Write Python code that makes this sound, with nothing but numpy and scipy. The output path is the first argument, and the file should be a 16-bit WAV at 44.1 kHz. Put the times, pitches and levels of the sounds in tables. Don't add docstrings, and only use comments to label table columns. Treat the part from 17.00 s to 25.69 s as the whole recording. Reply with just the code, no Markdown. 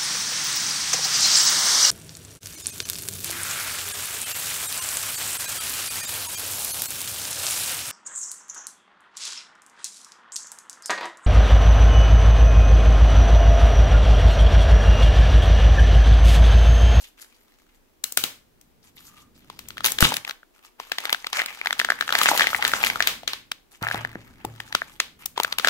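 import sys
import numpy as np
from scipy import signal
from scipy.fft import rfft, irfft, next_fast_len
from scipy.io import wavfile

SR = 44100
rng = np.random.default_rng(int(sys.argv[2]) if len(sys.argv) > 2 else 0)


def wav_record(signal):
    frames = np.transpose(np.atleast_2d(signal))
    bounded = np.clip(frames, -1, 1)
    quanta = np.round(bounded * 32767).astype(np.int16)
    wavfile.write(sys.argv[1], SR, quanta)


N = 383229
TIME_S = np.arange(N) / SR
SHORT_S = np.arange(2048) / SR

# time in seconds, ring in Hz, ring level in dB, crack over ring in dB.
BUCKLES = [(1.0414, 4040, -23.5, -10), (1.1745, 1450, -20, -6.5), (2.4999, 1030, -35.5, -2.5),
           (2.705, 1430, -40.5, 5), (2.7706, 1400, -34.5, -4.5), (2.7803, 1800, -33, 0),
           (2.8063, 1300, -31.5, -4), (2.9864, 1650, -23.5, 5), (3.0258, 1455, -8, -5.5),
           (3.0514, 1540, -19, -5.5), (3.1207, 890, -21, -9), (3.249, 2480, -29.5, -2),
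           (3.2772, 1900, -29, -5), (3.295, 1520, -30.5, 3.5), (3.3092, 1920, -34, 6),
           (3.431, 1500, -45, -15), (3.7996, 1034, -29.5, -3), (3.9186, 1680, -22, 2),
           (3.9844, 1910, -23.5, 3), (4.054, 2100, -20.5, -2.5), (4.0948, 1670, -28.5, 4),
           (4.1462, 1580, -20.5, -6), (4.2447, 2100, -27, -10), (4.2682, 1270, -28.5, 5),
           (4.33, 1100, -30, 8.5), (4.3928, 2200, -21, -3), (4.4004, 1820, -19, -15),
           (4.4178, 1930, -19.5, -6.5), (4.6142, 2260, -23, -18), (4.6589, 1650, -19, -7.5),
           (4.6711, 2085, -18, -6.5), (4.7074, 1900, -19, -9), (4.728, 1480, -25, 4),
           (4.7986, 1840, -15.5, -1), (4.8149, 1670, -20, -10), (4.8475, 1710, -19.5, -2),
           (4.8881, 1530, -20, -28), (4.9026, 1660, -11.5, -9.5), (4.92, 1650, -18, -13.5),
           (5.0097, 1680, -16.5, -4), (5.0238, 1600, -23.5, -7), (5.0782, 1350, -29.5, 1.5),
           (5.0917, 1670, -20, -9.5), (5.1047, 1400, -24.5, -3), (5.1247, 1420, -18.5, 0.5),
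           (5.1523, 1840, -14, -2), (5.2145, 1200, -14.5, -1.5), (5.258, 1800, -13, -6.5),
           (5.2873, 1500, -12.5, -5.5), (5.3147, 880, -14, -11.5), (5.351, 950, -22.5, -11.5),
           (5.3957, 1790, -12.5, -5), (5.4082, 1740, -12, -11), (5.4185, 1880, -16, -12),
           (5.442, 1600, -22.5, -5.5), (5.4702, 2080, -16, -4), (5.531, 1340, -20.5, -12),
           (5.547, 1990, -14, -24), (5.625, 2050, -16, -5.5), (5.65, 1830, -14, -1.5),
           (5.7358, 1460, -13.5, -8), (5.8386, 2340, -11, -20.5), (5.869, 2070, -19, -5),
           (5.9005, 2220, -16, -9.5), (5.9578, 1340, -21.5, -10.5), (6.0046, 1740, -12.5, -10),
           (6.2328, 710, -36.5, -6), (6.2774, 1630, -30.5, 12.5), (6.3334, 1180, -28.5, 5.5),
           (6.8686, 1710, -19.5, -25), (6.886, 1750, -22.5, -7.5), (6.912, 1660, -19.5, -14),
           (6.9445, 790, -21, -8.5), (7.0491, 1770, -20, -16.5), (7.155, 1740, -32.5, -30),
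           (7.4494, 850, -24.5, -11.5), (7.6021, 1820, -27, -3.5), (7.726, 1830, -29.5, 0),
           (7.7499, 1410, -15.5, 1.5), (7.8188, 1680, -20.5, -38), (8.3774, 970, -20, -3.5),
           (8.4001, 924, -17.5, -1), (8.447, 1560, -17, -6), (8.597, 1310, -24, 1),
           (8.6467, 1640, -13, -5.5), (8.6725, 1540, -14, -3), (8.6844, 1530, -20, 3)]
# time in seconds, crack level in dB, tick level in dB.
FOIL_CRACKS = [(1.04, -28.5, -17), (1.1227, -46.5, -25.5), (1.1732, -16.5, -9.5), (1.2386, -18.5, -16.5),
               (1.6128, -60, -46.5), (2.5914, -36, -34.5), (2.686, -46.5, -32.5), (2.8443, -15.5, -21.5),
               (2.852, -21, -13), (2.8606, -17, -11.5), (2.87, -22, -19), (2.9198, -34.5, -17.5),
               (3.0064, -21.5, -12), (3.0147, -29, -24), (3.141, -23, -25), (3.1676, -22, -24),
               (4.1278, -13, -19.5), (4.3702, -24, -35), (4.4603, -26.5, -27.5), (4.7935, -18.5, -25),
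               (5.1876, -21, -19), (5.233, -18, -16), (5.376, -19, -19), (5.678, -25, -18.5),
               (5.847, -20.5, -23), (5.863, -22.5, -26), (6.024, -18, -30), (6.0725, -12, -16.5),
               (6.517, -22, -30.5), (6.8265, -30.5, -34), (7.4498, -47, -31), (8.0011, -14, -23.5),
               (8.259, -33.5, -19), (8.4336, -25, -20), (8.5252, -19.5, -33), (8.5851, -17.5, -21)]
# time in seconds, send in dB.
FACING_SENDS = [(1.05, -5.5), (1.24, -3), (2.85, -5), (3.1, -15), (3.8, -4), (4.1, -14), (5.3, -2),
                (6.3, -1), (6.5, -14.5), (7.75, -9.5), (8.0, -8.5), (8.5, -17.5), (8.65, 0)]
# frequency in Hz, relative level in dB.
CRACK_SPECTRUM = [(200, -12.5), (700, -7), (2000, 2.5), (3600, 6), (6000, -5.5), (8500, -15),
                  (16000, -32.5)]
# frequency in Hz, relative level in dB.
TICK_SPECTRUM = [(3000, -15), (7000, -2), (10000, -5), (13200, -1.5), (16000, -2.5)]
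# end of swell in seconds, length in seconds, level in dB,
# brightness (gain above the 2.6 kHz split) in dB.
STROKES = [(0.01, 0.062, -56.5, 6), (0.188, 0.045, -52.5, 4.5), (0.25, 0.51, -68.5, 1.5),
           (1.843, 0.029, -61.5, 7), (1.968, 0.24, -60.5, 6.5), (2.358, 0.65, -65, 3),
           (2.851, 0.027, -31.5, 3.5), (3.018, 0.034, -18, 2), (3.083, 0.076, -31.5, -1),
           (3.277, 0.012, -40, -6), (3.551, .03, -59, -2), (3.639, 0.019, -55, 5.5),
           (3.796, 0.93, -51, -4.5), (4.003, 0.11, -36.5, -5.5), (4.337, .08, -32, -9), (4.46, 1, -47, -3),
           (5.141, 0.32, -25, -3.5), (5.492, 0.12, -36, 1), (5.628, 0.19, -32, -6),
           (5.833, 0.035, -32.5, 4), (5.922, 0.18, -40.5, -4), (6.727, 0.017, -56, 6.5),
           (6.826, 0.17, -33, -16), (6.992, 0.17, -48, -14.5), (7.18, 0.73, -57.5, -7),
           (7.526, 0.43, -55, -1.5), (8.205, 0.018, -49.5, 0), (8.373, 0.15, -39, -10),
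           (8.635, .06, -35.5, -2.5)]
# frequency in Hz, relative level in dB.
FRICTION_SPECTRUM = [(150, -22), (400, -17), (800, -3.5), (1600, -4), (2800, 0.5), (10000, -6.5),
                     (13500, -4.5), (16000, -19.5)]
# time in seconds, pitch in Hz, knock level in dB, table gain in dB.
KNOCKS = [(1.174, 380, -39, -55), (1.239, 400, -31.5, -65), (3.026, 235, -10, -63), (3.051, 200, -24, -69),
          (6.821, 173, -28.5, -41), (6.945, 340, -26, -40), (7.048, 208, -41.5, -76),
          (7.156, 310, -30, -60), (7.448, 410, -27, -40.5)]
# frequency in Hz, relative level in dB, 60 dB decay in seconds.
TABLE_MODES = [(70, -5, .45), (114, 0, .7), (146, -4, .4)]
# time in seconds, pitch in Hz, level in dB.
PUFFS = [(3.0267, 125, -5), (3.052, 70, -20.5)]
# frequency in Hz, relative level in dB.
ROOM_COLOUR = [(200, -1), (1200, -4.5), (3500, -6.5), (14000, -6.5)]
# frequency in Hz, 60 dB decay in seconds.
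ROOM_T60_S = [(200, 0.32), (3000, 0.31), (14000, 0.28)]
# frequency in Hz, relative level in dB.
ROOM_TONE_SPECTRUM = [(15, -19), (28, 5), (55, -14), (130, -31), (240, -8.5), (350, -10), (550, -15.5),
                      (1200, -20.5), (9000, -31.5), (15000, -28.5)]
# time in seconds, gain in dB.
HANDS_GAIN = [(0.0, -79), (0.41, -78), (1.26, -73.5), (2.49, -60), (2.98, -51.5), (3.48, -88.5),
              (5.52, -56), (6.02, -52), (6.75, -77.5), (6.97, -53.5), (8.03, -64), (8.69, -61)]
# frequency in Hz, relative level in dB.
RUMBLE_SPECTRUM = [(20, -4), (60, 3.5), (110, 0.5), (250, 1), (450, -11), (1000, -28), (4000, -66.5)]

LEAD_S = .003
PORT_LAG_S = .00016
FOIL_RING_HZ, FOIL_RING_RE_CRACK_DB = 1596, -14
BUCKLE_TICK_RE_CRACK_DB = -10.5
STROKE_ATTACK_S, STROKE_RELEASE_S, STROKE_SAG_DB = 0.018, 0.037, -0.5
RESTING_DB = -83
ROOM_TONE_DB, RUMBLE_BASE_DB = -62, 3
TOP_HZ = 15600


def snaps():
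    near, thrown = np.zeros((2, N)), np.zeros(N)
    impulse = signal.unit_impulse(len(SHORT_S), 32)
    crack = burst(colour(impulse, CRACK_SPECTRUM), 0)
    tick = burst(colour(impulse, TICK_SPECTRUM), 0)
    for s, hz, ring_db, crack_db, tick_db in snap_parts():
        add(near, s - LEAD_S, snap(hz, ring_db, crack_db, tick_db))
        send_db = np.interp(s, *np.transpose(FACING_SENDS))
        wall = burst(ring(hz, cycles=11.0), ring_db - 6.5)
        whole = wall + crack * undb(crack_db) + tick * undb(tick_db)
        add(thrown, s, whole * undb(send_db))
    return near, thrown


def snap_parts(pitch_spread=0.16):
    for s, crack_db, tick_db in FOIL_CRACKS:
        hz = FOIL_RING_HZ * np.exp(pitch_spread * rng.standard_normal())
        yield s, hz, crack_db + FOIL_RING_RE_CRACK_DB, crack_db, tick_db
    for s, hz, ring_db, sharp_db in BUCKLES:
        crack_db = ring_db + sharp_db
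        yield s, hz, ring_db, crack_db, crack_db + BUCKLE_TICK_RE_CRACK_DB


def snap(hz, ring_db, crack_db, tick_db):
    lag_s = PORT_LAG_S * rng.uniform(.7, 1.3)
    neighbours_hz = hz * np.array([.42, .68, 1.4]) * np.exp(.08 * rng.standard_normal(3))
    neighbours = sum(ring(f, cycles=12.3, phase=2 * np.pi * rng.random()) for f in neighbours_hz)
    wall = ring(hz, cycles=12.6) + undb(-21.5) * neighbours
    wall = wall * (1 - np.exp(-SHORT_S / 0.00032))
    wall = np.roll(wall, int(LEAD_S * SR))
    crack = fracture(CRACK_SPECTRUM, t60_s=.007, tail_db=-22)
    tick = fracture(TICK_SPECTRUM, t60_s=.0055, tail_db=-24)
    return (burst(ports([wall, wall], 5.2, lag_s, 0.97), ring_db)
            + burst(ports(crack, 3.3, lag_s, 0.64), crack_db)
            + burst(ports(tick, 8, lag_s, .6), tick_db))


def ring(hz, cycles, phase=0):
    return np.sin(2 * np.pi * hz * SHORT_S + phase) * fade(SHORT_S * hz, cycles)


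def fracture(spectrum, t60_s, tail_db, rise_db=-16):
    t_s = SHORT_S - LEAD_S
    after_s = np.maximum(t_s, 0)
    onset = np.minimum(after_s / .0007, 1) ** 2
    release = onset * (fade(after_s, t60_s) + undb(tail_db) * fade(after_s, .03))
    rise = undb(rise_db) * np.exp(-abs(t_s) / LEAD_S * 2)
    return colour(rng.standard_normal((2, len(SHORT_S))), spectrum) * (release + rise)


def crinkles(count=400, scatter_db=4, cap_db=-29):
    out = np.zeros((2, N))
    level_db, bright_db = strokes()
    for k, (when, pitch, size) in enumerate(rng.random((count, 3))):
        i = int((k + when) / count * (N - 1))
        ring_db = min(level_db[i] + scatter_db * (2 * size - 1), cap_db)
        crack_db = ring_db + bright_db[i] / 2
        add(out, i / SR - LEAD_S, snap(1100 * 2 ** pitch, ring_db, crack_db, crack_db - 0.5))
    return out


def rubbing(slips_per_s=3500, scatter_db=3, wander_db=9.0):
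    level_db, bright_db = strokes()
    slips = rng.random(N) < slips_per_s / SR
    slips = slips * undb(scatter_db * np.minimum(rng.exponential(size=N), 5))
    pair = np.zeros((2, N))
    for hz in np.geomspace(200, 14000, 13):
        band = signal.butter(1, [hz / 1.2, hz * 1.2], "band", fs=SR, output="sos")
        grip = np.interp(TIME_S, np.linspace(0, TIME_S[-1], num=400), rng.standard_normal(size=400))
        shaken = signal.sosfilt(band, slips * rng.standard_normal((2, N)))
        pair += shaken * undb(wander_db * grip)
    pair = colour(pair, FRICTION_SPECTRUM)
    body = signal.sosfiltfilt(signal.butter(3, 2600, fs=SR, output="sos"), pair)
    low = level(ports(body, 1.3, PORT_LAG_S, 0.47), -2.5)
    high = level(ports(pair - body, 1.6, PORT_LAG_S, 0.43), -1.3)
    return (low + high * undb(bright_db)) * undb(level_db)


def strokes():
    power, bright = undb(RESTING_DB) ** 2, 0
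    for s, length_s, db, bright_db in STROKES:
        corners_s = np.cumsum([s - STROKE_ATTACK_S, STROKE_ATTACK_S, length_s, STROKE_RELEASE_S])
        stroke = np.interp(TIME_S, corners_s, [0, undb(db), undb(db + STROKE_SAG_DB), 0]) ** 2
        power = power + stroke
        bright = bright + stroke * bright_db
    return 10 * np.log10(power), bright / power


def squeak(db=-63):
    s, length_s, hz, width_hz = 2.0, .32, 1210, 70
    n = int(length_s * SR)
    note = signal.lfilter(*signal.iirpeak(hz, hz / width_hz, fs=SR), rng.standard_normal(n))
    out = np.zeros((2, N))
    add(out, s, level(note * np.hanning(n) ** .5, db))
    return out


def knocks():
    out, t_s = np.zeros((2, N)), np.arange(SR // 2) / SR
    table = sum(undb(db) * np.sin(2 * np.pi * f * t_s) * fade(t_s, t60_s) for f, db, t60_s in TABLE_MODES)
    for s, hz, knock_db, table_db in KNOCKS:
        cup = ring(hz, cycles=2.1) + .5 * ring(2 * hz, cycles=1.9) - .5 * ring(hz / 2, cycles=2.6)
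        add(out, s, burst(cup, knock_db))
        add(out, s, undb(table_db) * table)
    for s, hz, db in PUFFS:
        puff = ring(hz, cycles=1.3) * np.linspace(1, 0, len(SHORT_S))
        add(out, s, burst(np.outer([1, undb(-18)], puff), db))
    return out


def room(x, first_s=0.0011, build_s=0.00097):
    t_s = np.arange(int(SR * .7)) / SR
    hz = np.fft.rfftfreq(len(t_s), 1 / SR)
    left, other = rfft(rng.standard_normal((2, len(t_s))))
    alike = 1 / (1 + (hz / 600) ** 2)
    right = alike * left + np.sqrt(1 - alike ** 2) * other
    field = np.array([left * undb(0.8), right]) * undb(along(ROOM_COLOUR, hz))
    edges_hz = np.geomspace(60, SR / 2, 9)
    echo = 0
    for lo, hi in zip(edges_hz, edges_hz[1:]):
        band = irfft(field * ((hz >= lo) & (hz < hi)), len(t_s))
        echo = echo + band * fade(t_s, along(ROOM_T60_S, np.sqrt(lo * hi)))
    echo = echo * np.clip((t_s - first_s) / build_s, 0, 1) * undb(-28.5)
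    return signal.fftconvolve(x[None], echo, axes=1)[:, :N]


def background():
    tone = ports(rng.standard_normal((2, N)), 0.77, 0, 0.05)
    tone = level(colour(tone, ROOM_TONE_SPECTRUM), ROOM_TONE_DB)
    rumble = ports(rng.standard_normal((2, N)), 0, 0, 0.82)
    rumble = level(colour(rumble, RUMBLE_SPECTRUM), RUMBLE_BASE_DB)
    return tone + rumble * undb(np.interp(TIME_S, *np.transpose(HANDS_GAIN)))


def undb(db):
    return 10 ** (np.asarray(db) / 20)


def along(points, hz):
    f, value = np.transpose(points)
    return np.interp(np.log(np.maximum(hz, 1)), np.log(f), value)


def colour(x, points):
    n = x.shape[-1]
    size = next_fast_len(n)
    gain = undb(along(points, np.fft.rfftfreq(size, 1 / SR)))
    return irfft(rfft(x, size) * gain, size)[..., :n]


def level(x, db):
    return x * undb(db) / np.sqrt(np.mean(x ** 2))


def burst(x, db):
    energy = np.mean(np.sum(x ** 2, axis=-1))
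    return x * undb(db) / np.sqrt(energy / (SR / 200))


def fade(t, t60):
    return np.exp(-np.log(1000) * t / t60)


def add(out, s, x):
    i = max(int(s * SR), 0)
    out[..., i:i + x.shape[-1]] += x[..., :max(N - i, 0)]


def ports(pair, left_db, lag_s, alike):
    alike = np.clip(alike, 0, 1)
    right = alike * pair[0] + np.sqrt(1 - alike ** 2) * pair[1]
    late = np.pad(right, (int(abs(lag_s) * SR), 0))[:len(right)]
    return np.array([pair[0] * undb(left_db), late])


def scene():
    near, thrown = snaps()
    rub, low = rubbing() + crinkles(), knocks()
    shell = near + rub + room(thrown + undb(-4.5) * rub[0])
    shell = signal.sosfilt(signal.butter(2, 190, "high", fs=SR, output="sos"), shell)
    return shell + low + room(undb(-7) * low[1]) + squeak() + background()


def record(dry):
    return signal.sosfilt(signal.ellip(8, .2, 70, TOP_HZ, fs=SR, output="sos"), np.clip(dry, -1, 1))


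dry = scene()
out = record(dry)
wav_record(out)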